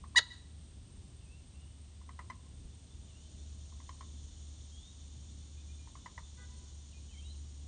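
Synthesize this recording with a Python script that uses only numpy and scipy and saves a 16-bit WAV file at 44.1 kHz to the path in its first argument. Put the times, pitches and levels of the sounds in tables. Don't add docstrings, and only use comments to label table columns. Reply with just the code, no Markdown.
import sys
import numpy as np
from scipy import signal
from scipy.fft import rfft, irfft
from scipy.io import wavfile
from scipy.ndimage import map_coordinates

SR = 44100
rng = np.random.default_rng(int(sys.argv[2]) if len(sys.argv) > 2 else 0)


def int16_out(signal):
    q = np.round(np.clip(np.atleast_2d(signal).T, -1, 1) * 32767)
    wavfile.write(sys.argv[1], SR, q.astype(np.int16))


N = 338247
TIME = np.arange(N) / SR

# time in seconds, pitch in Hz.
ENGINE_PITCH = [(0.0, 74.5), (0.66, 76), (0.77, 73.5), (6.13, 73), (6.22, 72.5), (7.67, 72)]
# time in seconds, level in dB.
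DRONE_LEVEL = [(0.0, -53), (0.13, -54.5), (2.31, -54), (2.52, -64), (2.56, -56), (3.35, -53.5),
               (3.4, -47.5), (5.11, -53), (5.75, -46.5), (6.02, -57.5), (6.45, -48), (6.86, -52.5),
               (7.35, -46.5), (7.67, -47)]
# frequency in Hz, density in dB per Hz.
RUMBLE_COLOUR = [(20, -30), (36, -8.5), (46, -8.5), (57, -2.5), (80, -6.5), (108, -7.5), (135, -13.5),
                 (200, -17), (280, -20.5), (450, -31), (900, -50.5)]
# frequency in Hz, density in dB per Hz.
AIR_COLOUR = [(300, -10.5), (600, 3.5), (1000, 1), (1500, -4), (2400, -3), (3000, 2), (4000, 1), (5000, -2),
              (6000, -0.5), (7500, -2.5), (9500, -14)]
# time in seconds, level in dB.
CHORUS_LEVEL = [(0, -87), (2.0, -80.5), (2.7, -73.5), (3.4, -65.5), (4.4, -63.5), (5.5, -65), (6.6, -63.5),
                (7.67, -66)]
# frequency in Hz, density in dB per Hz.
CHORUS_COLOUR = [(2600, -35), (3000, -5), (3550, -4), (4400, -4), (4950, -12), (5600, -1.5), (6400, 0),
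                 (6950, 3), (7400, -7), (8000, -30)]
# time in seconds, level in dB.
CHIRPER_LEVEL = [(0, -77), (2.4, -74), (2.8, -68.5), (5.3, -65.5), (6.4, -65.5), (7.67, -81)]
# start in seconds, gain in dB.
BUMPS = [(2.598, -43), (2.641, -44)]
# pitch in Hz, relative level in dB.
HORN_NOTES = [(496, 1.5), (404, -5.5)]
# frequency in Hz, gain in dB.
HORN_FLARE = [(400, -5), (500, -4), (830, -5), (1000, -1.5), (1500, -0.5), (2000, 0.5), (2500, -14)]
# start in seconds, length in seconds, first pitch in Hz,
# pitch at the turn in Hz, last pitch in Hz, level before flutter in dB.
WHISTLES = [(1.202, 0.21, 2900, 2500, 2760, -72.5), (1.53, .24, 2600, 2850, 2990, -73),
            (3.076, 0.2, 3080, 2705, 3110, -71.5), (3.32, .05, 3450, 3100, 2750, -74.5),
            (4.715, .11, 3120, 3270, 3350, -62.5), (4.809, .115, 3450, 3650, 3760, -64.5),
            (5.566, 0.054, 2440, 2445, 2520, -71), (5.68, 0.062, 2460, 2410, 2490, -70.5),
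            (5.782, 0.083, 2480, 2380, 2420, -71), (6.916, 0.078, 3070, 2460, 2460, -65.5),
            (7.079, 0.138, 2930, 3120, 3145, -63.5), (7.098, .225, 2800, 2090, 3110, -69),
            (7.243, 0.082, 3860, 3790, 4100, -61.5), (7.334, 0.027, 3760, 3120, 2530, -66.5)]
# start in seconds, length in seconds, first pitch in Hz,
# pitch at the turn in Hz, last pitch in Hz, level before flutter in dB.
COO = (3, 0.8, 649, 623.5, 646, -80)
# start in seconds, gain in dB, pitch before scoop and collapse in Hz, overtone gain in dB,
# extra gain above the second harmonic from an opening bill in dB, time constant of the held note in seconds.
CLUCKS = [(0.039, -45.5, 1118, -18.5, -4, 0.0055), (0.148, -41.5, 1110, -20, 1, 0.0052),
          (2.013, -57, 1055, -11, -4, .006), (2.0904, -47, 1043, -3, 1, 0.0063),
          (2.1905, -42, 1020, 0.5, -4.5, 0.0071), (2.299, -42.5, 1028, 4, -2.5, 0.011),
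          (3.723, -57, 1080, -17, 0, .005), (3.8005, -51.5, 1076, -10.5, 0, .005),
          (3.891, -43.5, 1057, -8.5, 12, .008), (4.0077, -44, 1077, -8, 11.5, 0.0066),
          (5.8725, -51.5, 990, -13.5, 0, 0.0049), (5.9527, -49, 1099, -10, 1.5, 0.0058),
          (6.059, -44, 1008, 0, 0, 0.0094), (6.1775, -45, 993, 3.5, -3, 0.0073)]
# frequency in Hz, gain in dB.
SHUT_BILL = [(1200, -7), (1750, 1), (2030, -4), (2300, -9.5), (2600, -16), (3100, -19), (4000, -22),
             (5100, -19.5), (6200, -21.5), (8000, -31.5)]
# frequency in Hz, density in dB per Hz.
CLUCK_RASP = [(250, -25.5), (560, -4.5), (780, -8), (1150, 4.5), (1500, -8.5), (2000, 1.5), (2500, -15.5),
              (5500, -28), (8000, -31)]
# frequency in Hz, gain in dB.
THROAT = [(300, -3.5), (600, 0.5), (800, -31.5), (970, -17.5), (1350, -4.5), (1700, -3.5), (1980, -1),
          (2300, -41), (2970, -10), (3400, -6.5), (4000, -1), (5000, -12.5), (5500, -27), (5900, -14.5),
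          (6900, -10.5), (7700, -25), (8900, -20)]
# frequency in Hz, density in dB per Hz.
YELP_RASP = [(200, -32), (600, -16.5), (900, -16), (1350, -5.5), (1850, -9), (2300, -27.5), (3200, -2),
             (4100, 1), (4700, -0.5), (5500, -14.5), (6600, -2.5), (7600, -24), (9000, -10.5)]
# frequency in Hz, gain in dB.
ECHO_COLOUR = [(200, -15), (500, -1), (1000, 6), (1900, -4.5), (3000, -2.5), (4200, 3), (5500, -4),
               (7000, -2.5), (9000, -20)]

HORN_AT_S, HORN_S, HORN_GAIN_DB = 6.37, 0.098, -63.5
WHISTLE_TURN = 0.32
YELP_AT_S, YELP_S, YELP_HZ, YELP_GAIN_DB = 0.155, 0.049, 996, -21.5
SCOOP, SCOOP_S = 0.18, 0.00767
COLLAPSE, COLLAPSE_AFTER_S, COLLAPSE_S = 0.75, 0.0405, 0.0042
CLEAR_ROUGH, BROKEN_ROUGH, BREAK_AFTER_S, BREAK_S = 0.059, 0.67, 0.0262, 0.0042
MUFFLED_DB, OPEN_AFTER_S, OPEN_S = -6.5, 0.0158, 0.0006
CUTOFF_HZ = 9300


def from_db(db):
    return 10 ** (np.asarray(db) / 20)


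def rms_one(x):
    return x / np.sqrt(np.mean(x ** 2) + 1e-20)


def in_time(rows):
    seconds, values = np.transpose(rows)
    return np.interp(TIME, seconds, values)


def at_hz(points, hz):
    f, db = np.transpose(points)
    return np.interp(np.log(np.maximum(hz, 1)), np.log(f), db)


def span(start_s, length_s, fade_s):
    i = np.arange(int(start_s * SR), min(int((start_s + length_s) * SR), N))
    from_nearest_end = np.minimum(i - i[0], i[-1] - i)
    return i, (i - i[0]) / SR, np.clip(from_nearest_end / (fade_s * SR), 0, 1)


def step(t, at_s, width_s):
    return 0.5 + 0.5 * np.tanh((t - at_s) / (2 * width_s))


def drift(rate, size=N):
    knots = rng.standard_normal(int(size * rate / SR) + 4)
    return map_coordinates(knots, [1 + np.arange(size) * rate / SR], order=2)


def turn(hz):
    return 2 * np.pi * np.cumsum(hz) / SR


def noise(spectrum):
    white = rng.standard_normal(2 ** 19)
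    gain = from_db(at_hz(spectrum, np.linspace(0, SR / 2, 2 ** 18 + 1)))
    return rms_one(irfft(rfft(white) * gain))[:N]


def band(x, low_hz, high_hz):
    sos = signal.butter(2, [low_hz, high_hz], "band", fs=SR, output="sos")
    return signal.sosfilt(sos, x + 1e-18)


def narrow_noise(hz, width):
    return rms_one(band(rng.standard_normal(N), hz - width / 2, hz + width / 2))


def scatter(x, delay_s, rise_s, t60):
    t = np.maximum(TIME[:SR] - delay_s, 0)
    white = rng.standard_normal(SR)
    coloured = irfft(rfft(white) * from_db(at_hz(ECHO_COLOUR, np.arange(SR // 2 + 1))))
    shape = rms_one((1 - np.exp(-t / rise_s)) * from_db(-60 * t / t60))
    return signal.fftconvolve(x, coloured * shape / np.sqrt(SR))[:N]


def background(rumble_db=-55, air_db=-68.0, swell_db=1.23, drone_trim_db=-0.4, waver_db=1.2):
    tone = np.sqrt(2) * np.sin(turn(in_time(ENGINE_PITCH)))
    drone = from_db(drone_trim_db + in_time(DRONE_LEVEL) + waver_db * drift(9)) * tone
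    rumble = from_db(rumble_db + swell_db * drift(5)) * noise(RUMBLE_COLOUR)
    return drone + rumble + from_db(air_db) * noise(AIR_COLOUR)


def insects(chirp_rate=7.0, haze_db=-75, whine_db=-74, flicker_db=0.5, flutter_db=2.5, throb_db=4.0):
    chorus = from_db(in_time(CHORUS_LEVEL) + flicker_db * drift(70)) * noise(CHORUS_COLOUR)
    haze = from_db(haze_db + flicker_db * drift(50)) * narrow_noise(hz=8480, width=1100)
    whine = from_db(whine_db + flutter_db * drift(60)) * narrow_noise(hz=8624, width=150.0)
    chirp_phase = turn(chirp_rate * (1 + 0.25 * drift(5.7)))
    throb = from_db(throb_db * (np.sin(chirp_phase) - 2.0))
    chirper = from_db(in_time(CHIRPER_LEVEL)) * throb * narrow_noise(hz=3559, width=100)
    return chorus + haze + whine + chirper


def bumps(decay_s=0.02, top_hz=170):
    shape = np.zeros(N)
    for s, db in BUMPS:
        shape += from_db(db) * (TIME > s) * np.exp(-np.abs(TIME - s) / decay_s)
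    low_noise = rms_one(band(rng.standard_normal(N), 20, top_hz))
    return band(shape * low_noise, 20, 197)


def horn(waver=0.0088, sag_db_per_s=60):
    out = np.zeros(N)
    i, t, gate = span(HORN_AT_S, HORN_S, fade_s=0.022)
    for hz, db in HORN_NOTES:
        phase = turn(hz * (1 + waver * drift(150, size=len(i))))
        tone = sum(from_db(at_hz(HORN_FLARE, k * hz)) * np.sin(k * phase) for k in range(1, 6))
        out[i] += gate * from_db(HORN_GAIN_DB + db - sag_db_per_s * t) * tone
    return out


def songbirds(waver=0.0096, flutter_db=3.0):
    out = np.zeros(N)
    for s, length, first_hz, turn_hz, last_hz, level_db in WHISTLES + [COO]:
        i, t, gate = span(s, length, fade_s=0.011)
        before = np.clip(1 - t / length / WHISTLE_TURN, 0, 1)
        after = np.clip((t / length - WHISTLE_TURN) / (1 - WHISTLE_TURN), 0, 1)
        ease = np.sin(np.pi / 2 * after)
        pitch = turn_hz + (first_hz - turn_hz) * before + (last_hz - turn_hz) * ease
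        phase = turn(pitch * (1 + waver * drift(120, size=len(i))))
        level = from_db(level_db + flutter_db * drift(60.3, size=len(i)))
        out[i] += gate * level * np.sin(phase)
    return out


def clucks(attack_s=0.0012, scoop=0.17, sag=0.341, ring_db=-17, ring_s=0.0078, rasp_db=-7, rasp_s=0.014):
    out, t = np.zeros(N), TIME[:SR // 15]
    rasp = noise(CLUCK_RASP)
    for s, gain_db, pitch, overtones_db, bill_db, length in CLUCKS:
        i = int(s * SR) + np.arange(len(t))
        onset = 1 - np.exp(-(t / attack_s) ** 2)
        held = np.exp(-(t / length) ** 4)
        collapse = 1 - np.exp(-(t / (2 * length)) ** 4)
        hz = pitch * (1 - scoop * np.exp(-t / attack_s) - sag * collapse)
        tone = np.sin(turn(hz))
        for k in np.arange(2, 8):
            gain = from_db(overtones_db + at_hz(SHUT_BILL, k * hz) + bill_db * (k > 2))
            tone += gain * np.sin(turn(k * hz) + rng.uniform(0, 2 * np.pi))
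        voiced = tone * (held + from_db(ring_db) * np.exp(-t / ring_s))
        rough = from_db(rasp_db + overtones_db / 2) * rasp[i] * np.exp(-t / rasp_s)
        out[i] += from_db(gain_db) * onset * (voiced + rough)
    return out


def yelp(attack_s=0.0054, hold_s=0.036, release_db_per_s=2500, slack_db=-19, jitter=0.04, shimmer=0.7,
         rasp_db=-3, dulling_db=11):
    i, t, gate = span(YELP_AT_S, YELP_S, fade_s=0.001)
    collapse = COLLAPSE * step(t, COLLAPSE_AFTER_S, COLLAPSE_S)
    pitch = YELP_HZ * (1 - SCOOP * np.exp(-(t / SCOOP_S) ** 2)) * (1 - collapse)
    rough = CLEAR_ROUGH + (BROKEN_ROUGH - CLEAR_ROUGH) * step(t, BREAK_AFTER_S, BREAK_S)
    overtones_db = MUFFLED_DB * (1 - step(t, OPEN_AFTER_S, OPEN_S))
    onset = 1 - np.exp(-(t / attack_s) ** 3)
    release_db = -release_db_per_s * np.maximum(t - hold_s, 0)
    envelope = onset * from_db(YELP_GAIN_DB + slack_db * collapse + release_db)
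    phase = turn(pitch * (1 + jitter * rough * drift(900, size=len(i))))
    slack = 1 - pitch / pitch.max()
    voice = np.zeros(len(i))
    for k in np.arange(1, 17):
        hz = k * pitch
        upper = np.clip((hz - 2000) / 800, 0, 1)
        top = np.clip((hz - 4500) / 500, 0, 4)
        gain = from_db(at_hz(THROAT, hz) + overtones_db * upper - dulling_db * slack * top)
        harmonic = np.sin(k * phase + rng.uniform(0, 2 * np.pi))
        voice += gain * harmonic * (1 + shimmer * rough * drift(700, size=len(i)))
    voice *= np.sqrt(2 * (1 - slack))
    voice += from_db(rasp_db) * rough * noise(YELP_RASP)[i] * (1 + np.cos(phase))
    out = np.zeros(N)
    out[i] = voice * gate * envelope
    return out


def marsh(x, bank_s=0.0098, bank_db=-16, weeds_db=-14, trees_db=-31, tail_db=-28):
    bank = from_db(bank_db) * np.interp(TIME - bank_s, TIME, band(x, 400, 2000))
    weeds = from_db(weeds_db) * scatter(x, delay_s=0.0034, rise_s=0.002, t60=0.13)
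    trees = from_db(trees_db) * scatter(x, delay_s=0.125, rise_s=0.0061, t60=0.274)
    tail = from_db(tail_db) * scatter(x, delay_s=0.03, rise_s=0.01, t60=0.708)
    return x + bank + weeds + trees + tail


def scene():
    surroundings = background() + insects() + bumps()
    far_horn, far_song = horn(), songbirds()
    far_horn = far_horn + from_db(-2.5) * scatter(far_horn, delay_s=0.005, rise_s=0.01, t60=1.0)
    far_song = far_song + from_db(-6.5) * scatter(far_song, delay_s=0.0028, rise_s=0.0063, t60=0.38)
    gallinule = marsh(yelp() + clucks())
    return (gallinule + far_horn + far_song + surroundings)[None]


def record(dry):
    sos = signal.ellip(10, 0.2, 80, CUTOFF_HZ, fs=SR, output="sos")
    return signal.sosfilt(sos, dry)


dry = scene()
out = record(dry)
int16_out(out)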